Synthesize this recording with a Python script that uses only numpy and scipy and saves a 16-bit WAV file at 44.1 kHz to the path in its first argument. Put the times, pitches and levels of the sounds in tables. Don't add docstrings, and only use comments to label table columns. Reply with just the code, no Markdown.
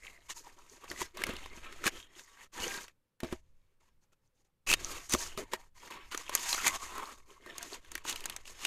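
import sys
import numpy as np
from scipy import signal
from scipy.fft import rfft, irfft
from scipy.io import wavfile

SR = 44100
rng = np.random.default_rng(int(sys.argv[2]) if len(sys.argv) > 2 else 0)


def waveform_to_disk(signal):
    frames = np.transpose(np.atleast_2d(signal))
    scaled = np.clip(frames, -1, 1) * 32767
    samples = np.round(scaled).astype(np.int16)
    wavfile.write(sys.argv[1], SR, samples)


def convert_level_to_amplitude(level_db):
    exponent = np.asarray(level_db, float) / 20
    return 10 ** exponent


N = 382170

# (time [s], level [dB], brightness [dB per octave])
BOX_BLOWS = [(0.912, -38, -2), (1.013, -34.5, -2), (1.291, -29, -4.5), (1.335, -36.5, -3),
             (1.575, -42.5, 1.7), (1.861, -27.5, 2.5), (2.598, -39, -9.5), (2.776, -48, -3),
             (3.232, -24.5, 2.5), (3.244, -28.5, 0), (3.326, -26.5, -2.5), (5.141, -21, -3),
             (5.376, -38, 10), (5.537, -44, 10), (7.463, -53, 9.5), (8.12, -46, -2)]


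def rms_one(x):
    return x / np.sqrt(np.mean(x ** 2) + 1e-20)


def in_time(rows):
    s, *columns = np.transpose(rows)
    return [np.interp(np.arange(N) / SR, s, column) for column in columns]


def drift(rate_hz):
    r = np.exp(-40 * np.pi * rate_hz / SR)
    noise = rng.standard_normal(N // 20 + 2002)
    slow = signal.lfilter([1], [1, -2 * r, r * r], noise)[2000:]
    return np.interp(np.arange(N) / 20, np.arange(len(slow)), rms_one(slow))


def band(x, low_hz, high_hz, order=2):
    return signal.sosfilt(signal.butter(order, [low_hz, high_hz], "band", fs=SR, output="sos"), x)


def resonance(x, hz, width_hz):
    r = np.exp(-np.pi * width_hz / SR)
    zeros = np.array([1, 0, -1]) * (1 - r * r) / 2
    poles = [1, -2 * r * np.cos(2 * np.pi * hz / SR), r * r]
    return signal.lfilter(zeros, poles, x)


def coloured(x, spectrum):
    hz, db = np.transpose(spectrum)
    bins_hz = np.arange(N // 2 + 1) * SR / N + 1
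    return irfft(rfft(x) * convert_level_to_amplitude(np.interp(np.log(bins_hz), np.log(hz), db)), N)


def stroke(times, db, rise_db, fall_db):
    soft_share, soft_db = 0.2, 25.5
    start, firm, end = times
    s = [start - soft_share * (firm - start), start, firm, end, end + soft_share * (end - firm)]
    at = np.arange(max(int(s[0] * SR), 0), min(int(s[-1] * SR), N))
    below_db = [rise_db + soft_db, rise_db, 0, fall_db, fall_db + soft_db]
    return at, convert_level_to_amplitude(db - np.interp(at / SR, s, below_db))


def rubbing():
    # (start [s], firmest [s], end [s], level [dB], free panel mode [Hz])
    strokes = [(0.0, 0.06, 0.22, -53.5, 2080), (0.137, 0.265, 0.3, -66, 2140),
               (0.345, 0.382, 0.45, -55.5, 950), (0.438, 0.469, 0.58, -55.5, 946),
               (0.566, 0.589, 0.72, -60.5, 1000), (0.646, 0.76, 0.85, -62, 990),
               (0.815, 0.922, 1.0, -51, 880), (1.035, 1.048, 1.1, -52, 980),
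               (1.077, 1.12, 1.17, -71.5, 990), (1.148, 1.212, 1.3, -43, 2130),
               (1.256, 1.294, 1.55, -43.5, 2180), (1.521, 1.582, 1.62, -53, 1260),
               (1.606, 1.645, 1.777, -50, 1290), (1.69, 1.731, 1.82, -57, 1280),
               (1.76, 1.856, 1.91, -50, 1330), (1.887, 1.97, 2.07, -49, 3140),
               (2.09, 2.196, 2.3, -57, 1960), (2.28, 2.444, 2.475, -55.5, 1870),
               (2.536, 2.621, 2.845, -39.5, 990), (2.616, 2.728, 2.907, -53, 2450),
               (3.207, 3.28, 3.33, -53, 880), (3.299, 3.327, 3.4, -55, 930),
               (3.384, 3.452, 3.65, -85, 1016), (3.55, 3.722, 3.8, -84, 2300),
               (3.801, 3.806, 3.97, -76, 980), (3.83, 3.889, 3.9, -79, 1024), (4.01, 4.037, 4.07, -78, 870),
               (4.12, 4.131, 4.15, -70.5, 1355), (4.22, 4.262, 4.29, -82, 888),
               (4.35, 4.415, 4.44, -80, 824), (4.443, 4.451, 4.52, -78.5, 803),
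               (4.665, 4.675, 4.7, -38.5, 2570), (4.732, 4.799, 4.9, -53, 1140),
               (4.797, 4.954, 5.08, -45, 1200), (5.141, 5.217, 5.415, -46, 3000),
               (5.388, 5.418, 5.49, -54.5, 960), (5.47, 5.525, 5.56, -62.5, 960),
               (5.548, 5.597, 5.69, -58, 940), (5.748, 5.784, 5.86, -58.5, 1005),
               (5.807, 5.881, 5.93, -53, 970), (5.902, 5.905, 6.1, -46, 970),
               (6.174, 6.2, 6.3, -48.5, 1005), (6.264, 6.339, 6.45, -43, 1000), (6.35, 6.49, 6.6, -40, 990),
               (6.528, 6.616, 6.66, -40.5, 1380), (6.687, 6.76, 6.778, -35.5, 1080),
               (6.784, 6.837, 6.93, -44.5, 1130), (6.866, 7, 7.1, -41, 1042), (7.0, 7.123, 7.16, -48, 1160),
               (7.146, 7.185, 7.27, -62.5, 1080), (7.262, 7.311, 7.38, -59, 1080),
               (7.324, 7.43, 7.47, -62.5, 1070), (7.44, 7.494, 7.62, -51.5, 1830),
               (7.558, 7.65, 7.7, -47.5, 1890), (7.687, 7.746, 7.8, -47.5, 990),
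               (7.817, 7.98, 8.06, -56.5, 1100), (8.114, 8.143, 8.26, -46.5, 970),
               (8.213, 8.33, 8.385, -47.5, 980), (8.364, 8.406, 8.44, -60, 1070),
               (8.436, 8.497, 8.56, -54.5, 1100), (8.521, 8.588, 8.67, -52.5, 1075)]
    # (time [s], share of the scuff in the free modes [0-1], hiss over scuff [dB], thrum over scuff [dB])
    grip = [(0.0, 0.82, -4.5, -10), (0.9, 0, -0.5, -3.5), (1.3, 0.02, -7, -6), (1.7, 0.01, -5, -5.5),
            (2.0, 0.28, -6, -7), (2.7, 0, -2, -11.5), (3.3, .15, -3, -3), (4.3, 0.27, -1.5, -6),
            (4.6, 0.4, -5.5, -8), (4.8, 0, -0.5, -7), (5.2, 0.02, 2.5, -9.5), (5.45, 0.5, -6.5, 1),
            (5.7, 0.55, -1.5, -12.5), (6.0, 0, -5.5, -8), (6.5, 0.07, 1.5, -19), (7.0, 0.66, -8.5, -13.5),
            (7.3, 0.6, -1.5, -3), (7.6, 0, -4, -7), (8.1, 0.09, -3, -6), (8.67, 0, -5.5, -9.5)]
    rise_db, fall_db = 13.5, 20
    second_mode_ratio = 1.9
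    rasp = grains(12000, spread_db=2.5, clump_db=1.5)
    rasp = rasp + 0.3 * crackle(830, cycles=12.0) + 0.3 * crackle(60, cycles=9.0)
    scuff, hiss, thrum = card(rasp, grip_db=2.5)
    first_flicker = convert_level_to_amplitude(5.2 * drift(26.0))
    second_flicker = convert_level_to_amplitude(5.2 * drift(26.0))

    share, hiss_db, thrum_db = in_time(grip)
    share = np.clip(share, 0, 1)
    hiss_db = hiss_db + 2.8 * drift(9.0)
    thrum_db = thrum_db + 3.0 * drift(12.0)

    creaky_scuff = rms_one(scuff + convert_level_to_amplitude(-9) * creaks(rasp))
    plain = np.sqrt(1 - share) * creaky_scuff + convert_level_to_amplitude(hiss_db) * hiss + convert_level_to_amplitude(thrum_db) * thrum
    out = np.zeros(N)
    for *times, db, hz in strokes:
        at, gain = stroke(times, db, rise_db, fall_db)
        first = first_flicker[at] * rms_one(resonance(rasp[at], hz, hz * 0.075))
        second = second_flicker[at] * rms_one(resonance(rasp[at], hz * second_mode_ratio, hz * 0.11))
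        free_ring = rms_one(first + 0.12 * second)
        out[at] += gain * (plain[at] + np.sqrt(share[at]) * free_ring)
    return out


def grains(per_s, spread_db, clump_db):
    sizes = convert_level_to_amplitude(spread_db * np.minimum(rng.exponential(1, N), 5)) * rng.choice([-1, 1], N)
    caught = rng.random(N) < per_s / SR
    return rms_one(sizes * caught * convert_level_to_amplitude(clump_db * drift(38)))


def crackle(per_s, cycles):
    ticks = grains(per_s, spread_db=2.0, clump_db=3.0)
    pitches = np.geomspace(350, 6000, 18)
    dealt = rng.integers(0, len(pitches), N)
    out = np.zeros(N)
    for k, hz in enumerate(pitches):
        mine = ticks * (dealt == k) + 1e-18
        out += resonance(mine, hz, hz / cycles) / hz ** 0.12
    return rms_one(out)


def creaks(rasp):
    out = np.zeros(N)
    for hz in np.geomspace(700, 5200, 14) * rng.uniform(0.94, 1.06, 14):
        fits = convert_level_to_amplitude(9 * drift(5.9))
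        out += fits * resonance(rasp, hz, hz * 0.01) / hz ** 0.33
    return rms_one(out)


def card(x, grip_db):
    # (frequency [Hz], relative level [dB])
    rasp_spectrum = [(71, -17.5), (120, -3.5), (250, 1), (748, -4.5), (2640, -0.5), (3440, -3),
                     (6460, -17.5), (14000, -12), (15500, -32)]
    # (frequency [Hz], width [Hz], gain [dB])
    panel_modes = [(270, 73, -13.5), (408, 170, 2.5), (1100, 270, 5.5), (1930, 1000, -2), (2990, 290, -11),
                   (4680, 1100, -3), (6580, 900, 20.5)]
    broad = coloured(x, rasp_spectrum)
    ringing = broad
    for hz, width_hz, db in panel_modes:
        ringing = ringing + convert_level_to_amplitude(db + grip_db * drift(2.7)) * resonance(broad, hz, width_hz)

    octaves = np.log2(np.arange(N // 2 + 1) * SR / N + 1)
    low = np.clip(0.5 + (np.log2(650) - octaves) * 2, 0, 1)
    high = np.clip(0.5 + (octaves - np.log2(4200)) * 2, 0, 1)
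    spectrum = rfft(ringing)
    return [rms_one(irfft(spectrum * part, N)) for part in (1 - low - high, high, low)]


def slips():
    # (start [s], hardest [s], end [s], level [dB], singing pitch [Hz], share that sings [0-1])
    scrapes = [(0.286, 0.305, 0.335, -42.5, 1030, 0.17), (0.952, 1.016, 1.06, -39.5, 1980, 0.37),
               (1.838, 1.872, 1.895, -30, 1734, 0.06), (2.6, 2.64, 2.653, -38.5, 2900, 0.8),
               (2.664, 2.696, 2.676, -45, 1510, 1), (4.673, 4.707, 4.75, -25, 2580, 0.94),
               (5.091, 5.129, 5.165, -33.5, 6230, 0.68), (5.372, 5.385, 5.44, -39, 376, 0.56),
               (5.515, 5.52, 5.56, -49, 373, 0.7), (5.9, 5.923, 5.66, -47.5, 1680, 0.5),
               (5.516, 5.544, 5.565, -40.5, 1870, 0.3), (6.107, 6.122, 6.185, -41.5, 1400, 0.08),
               (6.521, 6.549, 6.55, -33.5, 4070, 0.57), (6.615, 6.67, 6.71, -28, 2075, .3),
               (8.045, 8.099, 8.14, -37.5, 2940, 0.13), (8.59, 8.65, 8.67, -41.5, 2920, 0.02)]
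    rise_db, fall_db = 18.5, 18
    rasp = grains(10000, spread_db=3.5, clump_db=1.0)
    scuff, hiss, thrum = card(rasp, grip_db=3.0)
    noise = convert_level_to_amplitude(-3) * hiss + convert_level_to_amplitude(-14) * thrum
    fits = convert_level_to_amplitude(4.0 * drift(60.0))
    out = np.zeros(N)
    for *times, db, hz, share in scrapes:
        at, gain = stroke(times, db, rise_db, fall_db)
        song = rms_one(resonance(rasp[at], hz, 50.0 + hz * 0.022) * fits[at])
        share = np.clip(share, 0, 1)
        out[at] += gain * (np.sqrt(1 - share) * scuff[at] + np.sqrt(share) * song + noise[at])
    return out


def snaps():
    # (time [s], level [dB], ring [Hz], crack against that level [dB])
    creases = [(0.3, -47, 1100, -31), (0.841, -39.5, 820, -14.5), (0.914, -29.5, 1830, -9.5),
               (1.016, -24.5, 900, -26), (1.026, -30.5, 3380, -39), (1.171, -33, 1110, -12),
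               (1.218, -28.5, 1640, -18), (1.237, -17, 2180, -10.5), (1.267, -27, 1580, -12.5),
               (1.292, -34, 1730, -12.5), (1.336, -38.5, 1170, -6.5), (1.365, -34, 2870, -31),
               (1.459, -34.5, 1030, -29), (1.725, -37, 2140, -30), (1.84, -24.5, 1380, -26.5),
               (1.865, -18, 2470, -16.5), (1.877, -16, 1520, -13), (2.193, -40.5, 1630, -30),
               (2.881, -41, 2340, -19), (3.203, -35.5, 1886, -4), (3.233, -35.5, 1300, -41),
               (3.325, -32, 934, -28.5), (4.69, -20.5, 2590, -16), (4.714, -14, 2620, -4),
               (4.727, -15, 2600, -22.5), (4.737, -11.5, 2860, -10.5), (5.095, -34, 7230, 5.5),
               (5.123, -24, 6500, 3.5), (5.136, -11, 6040, -19.5), (5.147, -16.5, 1100, -12.5),
               (5.375, -28.5, 1260, -17), (5.534, -20.5, 960, -27), (5.908, -37, 955, -41),
               (6.146, -22.5, 1260, -21), (6.175, -22, 6340, -41), (6.294, -25.5, 1030, -4),
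               (6.351, -14, 6400, 0.5), (6.528, -16.5, 3900, -28.5), (6.578, -30, 1410, -6),
               (6.679, -14, 6900, 0), (6.98, -32, 1130, -6), (7.461, -39, 1130, -17),
               (7.581, -26.5, 6460, -4.5), (7.628, -29, 6500, -10), (7.847, -47.5, 1590, -28),
               (7.917, -31.5, 6900, -15), (7.953, -25.5, 1880, 3), (7.978, -35.5, 2090, -6),
               (8.051, -31.5, 925, -24), (8.096, -26, 6850, -7), (8.126, -26, 3200, -17.5),
               (8.159, -29.5, 2850, -3), (8.206, -37, 2680, 0), (8.24, -34.5, 2880, -3),
               (8.256, -19.5, 6850, -49), (8.298, -27.5, 3080, 1), (8.363, -25.5, 6000, -22),
               (8.454, -40.5, 2740, -29), (8.477, -38.5, 2660, -25), (8.65, -16, 2810, -24)]
    size = 2000
    t = np.arange(size) / SR
    rise = 1 - np.exp(-t / 0.001)
    out = np.zeros(N + size)
    for s, db, hz, crack_db in creases:
        burst = rise * rng.standard_normal(size)
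        ring = resonance(burst * np.exp(-t / 0.0015), hz, hz * 0.16)
        body = band(burst * np.exp(-t / 0.0033), 780, 4100, order=1)
        crack = band(burst * np.exp(-t / 0.00046), 3100, 13000)
        thump = band(burst * np.exp(-t / 0.0039), 290, 720)
        ring, body, crack, thump = (v / np.abs(v).max() for v in (ring, body, crack, thump))
        thump_db = -10 - 10.5 * np.log2(hz / 1000)
        snap = 0.7 * ring + 0.5 * body + convert_level_to_amplitude(crack_db) * crack + convert_level_to_amplitude(thump_db) * thump
        at = round(s * SR)
        out[at:at + size] += convert_level_to_amplitude(db) * snap
    return out[:N]


def knocks():
    # (frequency [Hz], level [dB], time to fall 60 dB [s])
    box_modes = [(70, -21.5, 0.16), (145, -16, 0.026), (247.7, -4.5, 0.042), (358.3, -4.5, 0.055),
                 (640, -18.5, 0.13), (1265, -27, 0.021), (1700, -21, .04)]
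    s, db, tilt_db = np.transpose(BOX_BLOWS)
    out = np.zeros(N)
    for hz, mode_db, t60 in box_modes:
        strength_db = rng.normal(0, 1.5, len(s))
        blows = np.full(N, 1e-18)
        blows[(s * SR).astype(int)] = convert_level_to_amplitude(db + mode_db + strength_db + tilt_db * np.log2(hz / 250))
        r = convert_level_to_amplitude(-60 / (t60 * SR))
        w = 2 * np.pi * hz / SR
        out += signal.lfilter([0, np.sin(w)], [1, -2 * r * np.cos(w), r * r], blows)
    return signal.lfilter(signal.windows.hann(45) / 22, 1, out)


def thuds():
    size = 3000
    t = np.arange(size) / SR
    swell = np.exp(-t / 0.0059) * (1 - np.exp(-t / 0.0012))
    out = np.zeros(N + size)
    for s, db, _ in BOX_BLOWS:
        puff = band(rng.standard_normal(size) * swell, 180, 1100, order=1)
        at = int(s * SR)
        out[at:at + size] += convert_level_to_amplitude(db - 7) * puff / np.abs(puff).max()
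    return out[:N]


def room(x):
    level_db, t60_s = -17.5, 0.032
    t = np.arange(SR // 4) / SR
    tail = band(rng.standard_normal(len(t)), 310, 10000, order=1)
    tail = tail * convert_level_to_amplitude(-60 * t / t60_s) * (t > 0.003)
    return convert_level_to_amplitude(level_db) * signal.fftconvolve(x, tail / np.sqrt(np.sum(tail ** 2)))[:N]


def rumble():
    # (time [s], level [dB])
    swells = [(0.0, -56.5), (0.7, -64.5), (1.04, -52), (1.12, -63), (1.23, -47.5), (2.0, -53.5),
              (2.12, -68), (2.52, -67), (2.61, -51.5), (2.85, -59), (2.95, -79), (3.19, -89), (3.3, -56),
              (3.4, -58), (3.56, -60), (3.7, -70.5), (4.65, -75.5), (4.69, -42), (4.87, -43), (5.08, -57),
              (5.14, -44.5), (5.24, -50), (5.84, -60), (6.78, -49), (7.3, -62), (8.13, -53), (8.67, -57)]
    deep = band(rng.standard_normal(N), 4.1, 15) + 0.13 * band(rng.standard_normal(N), 32, 85)
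    return convert_level_to_amplitude(in_time(swells)[0]) * rms_one(deep * convert_level_to_amplitude(1.5 * drift(8.0)))


def quiet_air():
    # (frequency [Hz], relative level [dB])
    hush_spectrum = [(59, -25.5), (100, 2.5), (399, -12.5), (535, -7), (660, -20.5), (885, -15.5),
                     (6480, -28), (15000, -27.5)]
    level_db = -82.5 + 1.0 * drift(2.4)
    return convert_level_to_amplitude(level_db) * rms_one(coloured(rng.standard_normal(N), hush_spectrum))


def scene():
    hands = rubbing() + slips() + snaps() + knocks() + thuds()
    return (hands + room(hands) + rumble() + quiet_air())[None]


def low_pass(x):
    return signal.sosfilt(signal.butter(12, 15770, fs=SR, output="sos"), x)


def record(dry):
    heard = signal.sosfilt(signal.butter(4, 14500, fs=SR, output="sos"), dry)
    return low_pass(heard)


dry = scene()
out = record(dry)
waveform_to_disk(out)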